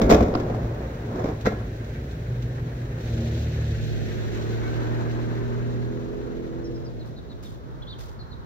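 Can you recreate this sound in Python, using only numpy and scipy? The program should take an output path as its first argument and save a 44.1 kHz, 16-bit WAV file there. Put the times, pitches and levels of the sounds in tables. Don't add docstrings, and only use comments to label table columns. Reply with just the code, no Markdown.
import sys
import numpy as np
from scipy import signal
from scipy.fft import rfft, irfft, next_fast_len
from scipy.io import wavfile
from scipy.ndimage import uniform_filter1d

SR = 44100
rng = np.random.default_rng(int(sys.argv[2]) if len(sys.argv) > 2 else 0)


def pcm_store(signal):
    levels = np.round(np.clip(np.atleast_2d(signal), -1, 1) * 32767)
    wavfile.write(sys.argv[1], SR, levels.astype(np.int16).T)


N = 372909


def from_db(db):
    return 10 ** (np.asarray(db) / 20)


def rms_one(x):
    return x / np.sqrt(np.mean(x ** 2) + 1e-20)


def mid_one(x):
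    return x / np.std(x.mean(axis=0))


def seconds():
    return np.arange(N) / SR


def in_time(rows):
    times, values = np.transpose(rows)
    return np.interp(seconds(), times, values)


def at_hz(points, hz):
    pitches, values = np.transpose(points)
    return np.interp(np.log(hz + 1e-9), np.log(pitches), values)


def ramp(start_s, length_s):
    return np.clip((seconds() - start_s) / length_s, 0, 1)


def held(start_s, rise_s, hold_s, fall_s):
    return ramp(start_s, rise_s) - ramp(start_s + rise_s + hold_s, fall_s)


def swell(peak_s, rise_db_per_s, fall_db_per_s):
    t = seconds() - peak_s
    return from_db(-np.abs(np.where(t < 0, rise_db_per_s, fall_db_per_s) * t))


def drift(rate_hz):
    r = np.exp(-80 * np.pi * rate_hz / SR)
    slow = signal.lfilter([1], [1, -2 * r, r * r], rng.standard_normal(N // 40 + 2002))[2000:]
    return np.interp(np.arange(N) / 40, np.arange(len(slow)), rms_one(slow))


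def filtered(x, order, hz, kind="low"):
    return signal.sosfilt(signal.butter(order, hz, kind, fs=SR, output="sos"), x)


def pan(left_db):
    return from_db(np.array([[left_db], [-left_db]]) / 2)


# pitch_hz, likeness
LIKENESS = [(40, -0.052), (70, -0.49), (125, -0.07), (190, 0.19), (300, 0.75), (430, 0.18), (720, -0.36),
            (1150, -0.55), (1800, 0.1), (3800, -0.28), (5500, 0.02), (7200, -0.61), (8300, -1.1),
            (11400, -.998), (12600, -0.81), (16000, 0.01)]
def stereo(mid, side, hz):
    alike = np.clip(at_hz(LIKENESS, hz), -.999, .999)
    mid, side = np.sqrt(1 + alike) * mid, np.sqrt(1 - alike) * side
    return np.array([mid + side, mid - side])


def noise(colour):
    size = next_fast_len(N)
    hz = np.arange(size // 2 + 1) * SR / size
    mid, side = rfft(rng.standard_normal((2, size))) * from_db(at_hz(colour, hz))
    return rms_one(irfft(stereo(mid, side, hz), size)[:, :N])


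def clicks(times, heights):
    out = np.zeros(N)
    out[np.clip(np.round(times * SR).astype(int), 0, N - 1)] = heights
    return out


def ring(force, hz, ring_s):
    decay, step = from_db(-60 / (ring_s * SR)), 2 * np.pi * hz / SR
    return signal.lfilter([0, np.sin(step)], [1, -2 * decay * np.cos(step), decay ** 2], force + 1e-18)


def dying(times, level_db, fade_s):
    decay = from_db(-120 / (fade_s * SR))
    return np.sqrt(signal.lfilter([1], [1, -decay], clicks(times, from_db(level_db) ** 2) + 1e-18))


def struck(tones, times, level_db, spread_db):
    out, chance = 0, rng.uniform(-1, 1, (len(times), len(tones), 4))
    for k, (hz, tone_db, ring_s) in enumerate(tones):
        strength = from_db(level_db + tone_db + spread_db * chance[:, k, :2].T)
        forces = strength * np.sign(chance[:, k, 2:].T)
        mid, side = [ring(clicks(times, force), hz, ring_s) for force in forces]
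        out = out + stereo(mid, side * min(hz / 750, 1), hz) / 2
    return uniform_filter1d(uniform_filter1d(out, size=4), size=4)


def street_echo(x, dull_above_hz, fade_s=.56):
    t = seconds()[:SR]
    tail = rng.standard_normal((2, SR)) * from_db(-60 * t / fade_s) * (t > .012)
    tail = rms_one(filtered(tail, 1, dull_above_hz)) / np.sqrt(SR)
    return signal.fftconvolve(x, tail, axes=-1)[:, :N]


# pitch_hz, level_db
RUMBLE = [(20, -34), (30, -16), (42, 1), (59, 11), (75, 1.5), (100, 4), (140, 3.5), (180, -6.5), (260, -47)]
HUM = [(110, -15.5), (160, 1), (240, 2.5), (300, -2), (380, 1), (490, -2), (620, -5.5), (740, -10.5),
       (900, -21.5), (1400, -55.5)]
ROAD = [(300, -33), (560, -3), (720, 3.5), (900, 9), (1150, 6.5), (1500, 4), (2200, -8.5), (4000, -39.5)]
AIR = [(1600, -6.5), (2500, 5), (3800, 12), (4800, 4.5), (5800, 4), (7200, -6.5), (9500, -37.5),
       (12000, -17.5), (14000, -14.5), (16000, -31.5)]
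def background():
    wind = from_db(-42.5) * mid_one(noise(RUMBLE))
    town = from_db(-52) * mid_one(noise(HUM)) + from_db(-65.5) * noise(AIR)
    traffic = from_db(-51) * ramp(7.13, .8) * noise(ROAD)
    return wind + town + traffic


# pitch_hz, level_db
GRIT = [(300, 10), (1200, 10), (2500, 2), (3700, 6.5), (6000, 4), (9000, -1), (14000, 1.5), (16000, -15)]
# start_s, length_s, level_db
SCUFFS = [(7.053, .047, -57), (7.424, 0.16, -49.5), (7.983, 0.18, -47)]
def shoes():
    drag = sum(from_db(db) * held(s, .0079, .66 * length, .45 * length) * swell(s, 0, fall_db_per_s=64)
               for s, length, db in SCUFFS)
    return drag * from_db(2.3 * drift(120)) * noise(GRIT)


def bird_note(start_s, length_s, hz, level_db, fall, arch, upper_db, rasp):
    progress = np.linspace(0, 1, int(length_s * SR))
    glide = 1 - fall * (progress - .5) - arch * np.abs(2 * progress - 1) ** 1.2
    pitch = hz * glide * (1 + rasp * drift(230)[:len(progress)])
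    lower, upper = np.sin(2 * np.pi * np.cumsum([pitch, pitch + 632], axis=1) / SR)
    sound = from_db(level_db) * np.sin(np.pi * progress) * (lower + from_db(upper_db) * upper)
    return np.pad(sound, (int(start_s * SR), N))[:N]


# start_s, middle_pitch_hz, level_db
CHIRPS = [(6.637, 5380, -49.5), (6.737, 5248, -56), (6.843, 5050, -53.5), (6.99, 4000, -50.5),
          (7.158, 3926, -48.5), (7.292, 3898, -49), (7.438, 3730, -49.5), (8.186, 4250, -45.5),
          (8.304, 4000, -46.5)]
# start_s, length_s, top_pitch_hz, level_db, fall_share
CALLS = [(7.814, 0.0325, 3600, -47.5, 0.02), (7.864, 0.088, 3950, -41, 0.0618)]
def birds():
    song = sum(bird_note(s, .047, hz, db, fall=.146, arch=0, upper_db=-16, rasp=.042)
               for s, hz, db in CHIRPS)
    song += sum(bird_note(*call, arch=.23, upper_db=-9, rasp=.027) for call in CALLS)
    song = np.array([song, np.roll(song, shift=3)]) * from_db(2.5 * drift(150))
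    return song + from_db(-12) * street_echo(song, dull_above_hz=7000)


# pitch_hz, level_db, ring_s
CABIN = [(31, -7.5, 0.22), (44.8, -8.5, 0.27), (65, 0, 0.36), (86, -5.5, 0.083), (106.5, -6, 0.31),
         (140, -23.5, 0.064)]
def shell():
    air = sum(from_db(db) * ring(rng.standard_normal(N), hz, ring_s) for hz, db, ring_s in CABIN)
    roar = from_db(-22.5) * rms_one(air) + from_db(-19) * mid_one(noise(HUM))
    roar += from_db(-36) * noise(ROAD)
    return swell(peak_s=.074, rise_db_per_s=1, fall_db_per_s=46) * roar


# pitch_hz, level_db, ring_s
CATCH = [(400, 2.5, .02), (720, 2, .012), (1050, 1.5, .012), (1460, -5.5, .012), (2600, -10, 0.0041),
         (4000, -7.5, 0.0037), (5000, -2.5, .004)]
# start_s, level_db
CLACKS = [(.3403, -21), (.3503, -17.5), (.3532, -12.5)]
def loose_catch():
    times, level_db = np.transpose(CLACKS)
    return struck(CATCH, times, level_db, spread_db=1.5)


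# pitch_hz, level_db, ring_s
PANEL = [(187.4, -7, 0.14), (216, -3.5, 0.16), (247.3, -4.5, 0.13), (270, -6.5, 0.08), (303, -3.5, 0.1),
         (333, -17.5, 0.23), (428.4, -3, 0.12), (445, -7.5, 0.11), (484, -0.5, 0.053), (518, -2.5, 0.097),
         (592, -1, 0.055), (651, -4, 0.056), (720, -1, 0.05), (1080, -10, 0.025)]
# pitch_hz, level_db
CRACK = [(600, 12.5), (1200, 11.5), (1600, -6), (2200, 5), (2800, -7), (3500, -1.5), (4300, -7),
         (5500, -5.5), (7500, -8.5), (10000, -61), (12500, -10), (15000, -17.5), (16500, -30.5)]
# start_s, rise_s, hold_s, fall_s, level_db
ROLLS = [(0.097, 0.065, 0.23, 1, -32.5), (1.034, 0.18, 0.086, 0.052, -31.5)]
def rollers(bumps_per_s):
    gain = sum(from_db(db) * held(*shape) for *shape, db in ROLLS)
    span = 2 * SR
    bump_times = np.flatnonzero(rng.random(span) < bumps_per_s / SR) / SR
    damped_panel = [(hz, db, ring_s / 4) for hz, db, ring_s in PANEL]
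    shake = rms_one(struck(damped_panel, bump_times, 0, spread_db=.5)[:, :span])
    grind = from_db(-17) * noise(CRACK) + from_db(-1) * noise(HUM) + from_db(-11) * noise(ROAD)
    return gain * (np.pad(shake, ((0, 0), (0, N - span))) + grind)


# landing_s, panel_db, thump_db, crack_db, latch_db, thud_db
SLAMS = [(.113, -5.5, -13, -12, -30, -12.5), (1.4698, -14, -38, -24, -24.5, -9)]
# before_landing_s,
# added_panel_db, added_crack_db, added_latch_db
SLAM_STEPS = [(.019, -13.5, -10.5, -13.5), (.013, -5.5, 0, -10), (0.0059, -11.5, -2, -1),
              (0.00009, -1, -0.5, -7)]
def door_clunks():
    times, *_, latch_db, thud_db = np.transpose(SLAMS)
    snap_times = times - SLAM_STEPS[-2][0]
    snap = ring(clicks(snap_times, from_db(latch_db + 8)), hz=1560, ring_s=.018)
    return uniform_filter1d(snap, size=5) - door_thud(times, thud_db)


# pitch_hz, level_db, ring_s
THUD = [(243, -3.5, 0.055), (252, -16.5, 0.18), (453, 2, .045)]
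def door_thud(times, level_db):
    thud = sum(ring(clicks(times, from_db(level_db + db)), hz, ring_s) for hz, db, ring_s in THUD)
    return uniform_filter1d(thud, size=36)


# start_s, panel_db, crack_db
KNOCKS = [(.016, -21.5, -18.5), (.123, -7.5, -14.5), (.136, -9.5, -22.5), (.145, -12.5, -17.5),
          (.207, -10.5, -25), (0.227, -18.5, -28.5), (.283, -22, -38), (0.356, -20, -32.5),
          (0.399, -27, -32), (0.499, -22.5, -39), (.547, -26.5, -38.5), (0.646, -30, -45),
          (1.157, -34, -37), (1.194, -26, -37.5), (1.242, -23, -33.5), (1.258, -28, -35),
          (1.288, -36, -36.5), (1.522, -25.5, -47)]
def door_blows():
    slams = [(s - early_s, panel + add_panel, thump + add_panel, crack + add_crack, latch + add_latch)
             for s, panel, thump, crack, latch, _ in SLAMS
             for early_s, add_panel, add_crack, add_latch in SLAM_STEPS]
    knocks = [(s, panel, panel - 2, crack, crack - 13.5) for s, panel, crack in KNOCKS]
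    return np.transpose(slams + knocks)


# pitch_hz, level_db, ring_s
LATCH = [(1340, -0.5, 0.091), (1383, 0.5, 0.11), (1502, 0, 0.085), (1584, -2.5, 0.08), (1693, 1, 0.12),
         (1900, -6.5, 0.12), (2000, -3.5, .07), (2120, -4, 0.12), (2400, -10, .08), (2690, -16, 0.17),
         (3990, -3.5, .04)]
TRIM = [(1604, -5.5, 0.032), (3570, -9.5, 0.065), (4300, -2, 0.021), (5030, -4, 0.031), (5650, -1, 0.042)]
# start_s, level_db
TICKS = [(1.41, -45), (1.845, -52), (2.11, -48.5), (2.423, -45)]
# pitch_hz, level_db
HISS = [(1600, -14), (2500, 9), (2950, 6.5), (3350, 8.5), (4000, 10.5), (5000, 1), (5700, 4), (7200, 2),
        (9500, -15), (12000, -10), (14000, -1), (16000, -22.5)]
def door_hits():
    times, panel_db, thump_db, crack_db, latch_db = door_blows()
    panel = struck(PANEL, times, panel_db, spread_db=4)
    thump = struck(CABIN, times, thump_db, spread_db=2)
    latch = struck(LATCH, times, latch_db, spread_db=3)
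    trim = struck(TRIM, times, crack_db - 11.5, spread_db=5)
    crunch = uniform_filter1d(dying(times, crack_db, fade_s=.023), size=120)
    rattle = dying(times, crack_db - 11, fade_s=.22) * from_db(2.5 * drift(90))
    crack = (crunch + rattle) * noise(CRACK)
    tick_times, tick_db = np.transpose(TICKS)
    ticks = dying(tick_times, tick_db, fade_s=.081) * noise(HISS)
    hollow = uniform_filter1d(dying(times, panel_db - 18.5, fade_s=.29), size=200) * mid_one(noise(HUM))
    return panel + thump + hollow + latch * pan(4.1) + trim + crack * pan(.53) + ticks


MOVE_OFF_S, ACCELERATION_M_PER_S2, LOSS_DB_PER_M = 2.7, 1.484, .46
def passing_db(nearest_m, gap_m):
    travelled = ACCELERATION_M_PER_S2 * np.maximum(seconds() - MOVE_OFF_S, 0) ** 2 / 2
    distance = np.hypot(travelled - nearest_m, gap_m)
    return -20 * np.log10(distance / gap_m) - LOSS_DB_PER_M * (distance - gap_m)


def throttle():
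    return held(start_s=2.393, rise_s=.8, hold_s=3.54, fall_s=.49)


def tail_passed():
    return ramp(start_s=3.76, length_s=.99)


def ground_echo(x, strength):
    t = seconds()
    delay_s = np.interp(t, [0, 3, 8.46], [.008, .0065, .002])
    echo = np.array([np.interp(t - delay_s, t, channel) for channel in x])
    return (x + strength * echo) / np.hypot(1, strength)


def squeak(pitch_hz):
    gain = from_db(-47.5) * np.sin(np.pi * ramp(start_s=4.62, length_s=.091))
    return gain * np.sin(2 * np.pi * pitch_hz * seconds())


# time_s, rate_hz
FIRING = [(0, 36.86), (.6, 38.9), (1.1, 38.16), (1.95, 37.38), (2.45, 40.38), (2.75, 40.67), (2.98, 38.57),
          (3.2, 37.9), (3.55, 38.01), (4, 36.47), (4.3, 36.61), (4.7, 38.6), (5.05, 39.47), (5.47, 39.81),
          (6.1, 41.24), (6.6, 41.9), (6.87, 41.7), (7.05, 39.06)]
def firing_phase(jitter):
    rate_hz = in_time(FIRING) * (1 + jitter * drift(7.96))
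    return 2 * np.pi * np.cumsum(rate_hz) / SR


# pitch_hz, level_db, ring_s
BODY_TONES = [(100, -5, 0.33), (130, -2, 0.22), (231.2, -1.5, 0.69), (325.5, -6, 0.18), (434, -10.5, 0.057),
              (510, -10.5, 0.045), (604, -19.5, 0.049)]
def shudder(phase):
    firings = rms_one(np.diff(np.floor(phase / (2 * np.pi)), prepend=0))
    force = rng.standard_normal((2, N)) + from_db(-2.5) * firings
    shake = sum(from_db(db) * mid_one(stereo(*ring(force, hz, ring_s), hz))
                for hz, db, ring_s in BODY_TONES)
    shake = rms_one(filtered(shake, 3, [85, 900], "band"))
    return from_db(-28.5) * swell(peak_s=3.19, rise_db_per_s=81.5, fall_db_per_s=26) * shake


def gear_whine(phase, teeth_per_firing):
    waver = 1.2 * np.array([drift(35), drift(35)])
    whine = np.sin(teeth_per_firing * phase + waver) * from_db(2.4 * drift(25))
    return from_db(-44.5) * swell(peak_s=4.72, rise_db_per_s=36.5, fall_db_per_s=18.5) * whine


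def road_roar():
    idle = from_db(-52.5) * (1 - ramp(3.62, .46))
    tyres = tail_passed() * from_db(-43 + passing_db(nearest_m=1.1, gap_m=5.6))
    return (idle + tyres) * from_db(2 * drift(13)) * noise(ROAD) * pan(3.5) ** tail_passed()


# pitch_hz, level_db
CLATTER = [(900, -27.5), (1300, -10.5), (1600, -2.5), (2000, -6), (2400, -11.5), (3000, -16.5),
           (4500, -43.5)]
def engine(phase):
    bay_uncovered = ramp(2.94, .16)
    rumble_db = -34.5 + passing_db(nearest_m=0, gap_m=1)
    hum_db = -39.5 + 1.07 * throttle() + passing_db(nearest_m=2, gap_m=11.1)
    valve_db = -52 + 2.5 * bay_uncovered + passing_db(nearest_m=2.5, gap_m=2.94)
    fan_db = -57 + 9 * bay_uncovered + passing_db(nearest_m=.5, gap_m=3.5)
    rumble = from_db(rumble_db) * mid_one(noise(RUMBLE))
    hum = from_db(hum_db + .91 * np.cos(phase)) * mid_one(noise(HUM))
    valves = from_db(valve_db + .9 * np.cos(2 * phase) + 1.6 * drift(37)) * mid_one(noise(CLATTER))
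    valves *= pan(1.5) ** tail_passed()
    fan = from_db(fan_db + .83 * np.cos(2 * phase) + 1.3 * drift(30)) * noise(HISS)
    return rumble + hum + ground_echo(valves + fan, strength=.45)


# pitch_hz, level_db
PUFF = [(200, -30.5), (400, -0.5), (660, 9), (900, -10), (1600, -9), (3000, -35.5)]
def tailpipe_gas(phase, roar_hz=493, ring_s=.02):
    pulse_db = 3 * np.cos(phase)
    gas = rng.standard_normal((2, N)) * from_db(pulse_db)
    ringing = ring(ring(gas, roar_hz, ring_s), roar_hz, ring_s)
    roar = from_db(-47.5) * held(5.63, .54, .52, .51) * mid_one(stereo(*ringing, roar_hz))
    puff_db = -46 + pulse_db + passing_db(nearest_m=3.5, gap_m=.8)
    return from_db(puff_db) * tail_passed() * mid_one(noise(PUFF)) + roar


# pitch_hz, level_db
PIPE = [(40, -4), (80, -12.5), (120, -15), (150, -3.5), (165, -12), (200, -8), (222, -6.5), (234, 0),
        (240, 3.5), (255, -4), (285, -10), (300, -8.5), (313, 2), (338, 1), (355, -2), (376, -2.5),
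        (400, -1.5), (414, -0.5), (428, -10), (441, -16), (452, -2.5), (463, -4.5), (471, -13), (490, -12),
        (515, -17.5), (560, -25)]
# firing_multiple, start_s, rise_s, hold_s, fall_s, change_db
DRONE_DIPS = [(8, 5.35, 0.23, 0.099, 0.29, -15), (10, 6.45, 0.17, .3, .2, -7.5)]
# firing_multiple, start_s, rise_s, hold_s, fall_s, level_db
THROBS = [(2, 2.95, .3, 0.45, 0.14, -31), (4, 3.15, 0.33, .12, 0.58, -36.5),
          (6, 3.05, 0.096, 0.48, 0.32, -40)]
# time_s, level_db
BOOM = [(0.45, -32), (0.54, -26), (1.03, -44), (1.07, -34), (2.19, -38.5), (2.34, -27), (3.06, -35),
        (3.08, -29.5), (3.68, -26.5), (4.08, -35), (4.6, -31), (5.85, -32), (6.16, -47.5), (6.78, -40.5),
        (7.14, -43), (7.16, -50), (8.23, -72), (8.46, -59)]
def exhaust(phase, odd_db=-3, uneven_db=-17):
    firing_hz = in_time(FIRING)
    start_angles = rng.uniform(0, 2 * np.pi, 20)

    def tone(multiple):
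        angle = multiple * phase + start_angles[int(multiple)]
        return mid_one(stereo(np.sin(angle), np.cos(angle), multiple * FIRING[0][1]))

    def pipe_tone(multiple):
        dip_db = sum(db * held(*shape) for k, *shape, db in DRONE_DIPS if round(k) == multiple)
        level_db = at_hz(PIPE, multiple * firing_hz) + odd_db * (multiple % 2 == 1) + dip_db
        return from_db(level_db + 1.5 * drift(5)) * tone(multiple)

    drone = sum(pipe_tone(k) for k in range(1, 14))
    drone += from_db(uneven_db) * sum(pipe_tone(k + .5) for k in range(3, 12))
    pipe_uncovered = ramp(3.41, 1)
    drone *= from_db(-80 + 22.5 * throttle() + 16 * pipe_uncovered)
    idle = from_db(-50.5 + passing_db(nearest_m=0, gap_m=1.7))
    throb = sum((idle + from_db(db) * held(*shape)) * from_db(drift(7.4)) * tone(round(k))
                for k, *shape, db in THROBS)
    boom = from_db(in_time(BOOM) - 1 + .7 * drift(7)) * tone(3)
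    return boom + throb + drone


def scene():
    phase = firing_phase(jitter=.004)
    door = door_hits() + door_clunks() + loose_catch() + rollers(bumps_per_s=220)
    bus = exhaust(phase) + tailpipe_gas(phase) + engine(phase) + road_roar() + shudder(phase)
    bus += gear_whine(phase, teeth_per_firing=39.5) + squeak(pitch_hz=2210) + shell()
    door_echo = from_db(-16) * street_echo(door, dull_above_hz=2500)
    return bus + door + door_echo + birds() + shoes() + background()


def record(dry):
    mid, side = (dry[0] + dry[1]) / 2, (dry[0] - dry[1]) / 2
    narrow_side = filtered(side, 2, 630, "high")
    wide_side = side - .25 * filtered(mid, 1, 900)
    opened = ramp(start_s=3.73, length_s=.18)
    side = (1 - opened) * narrow_side + opened * wide_side
    rounded = 1.2 * np.tanh(np.array([mid + side, mid - side]) / 1.2)
    return signal.sosfilt(signal.ellip(10, .2, 80, 15800, fs=SR, output="sos"), rounded)


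dry = scene()
out = record(dry)
pcm_store(out)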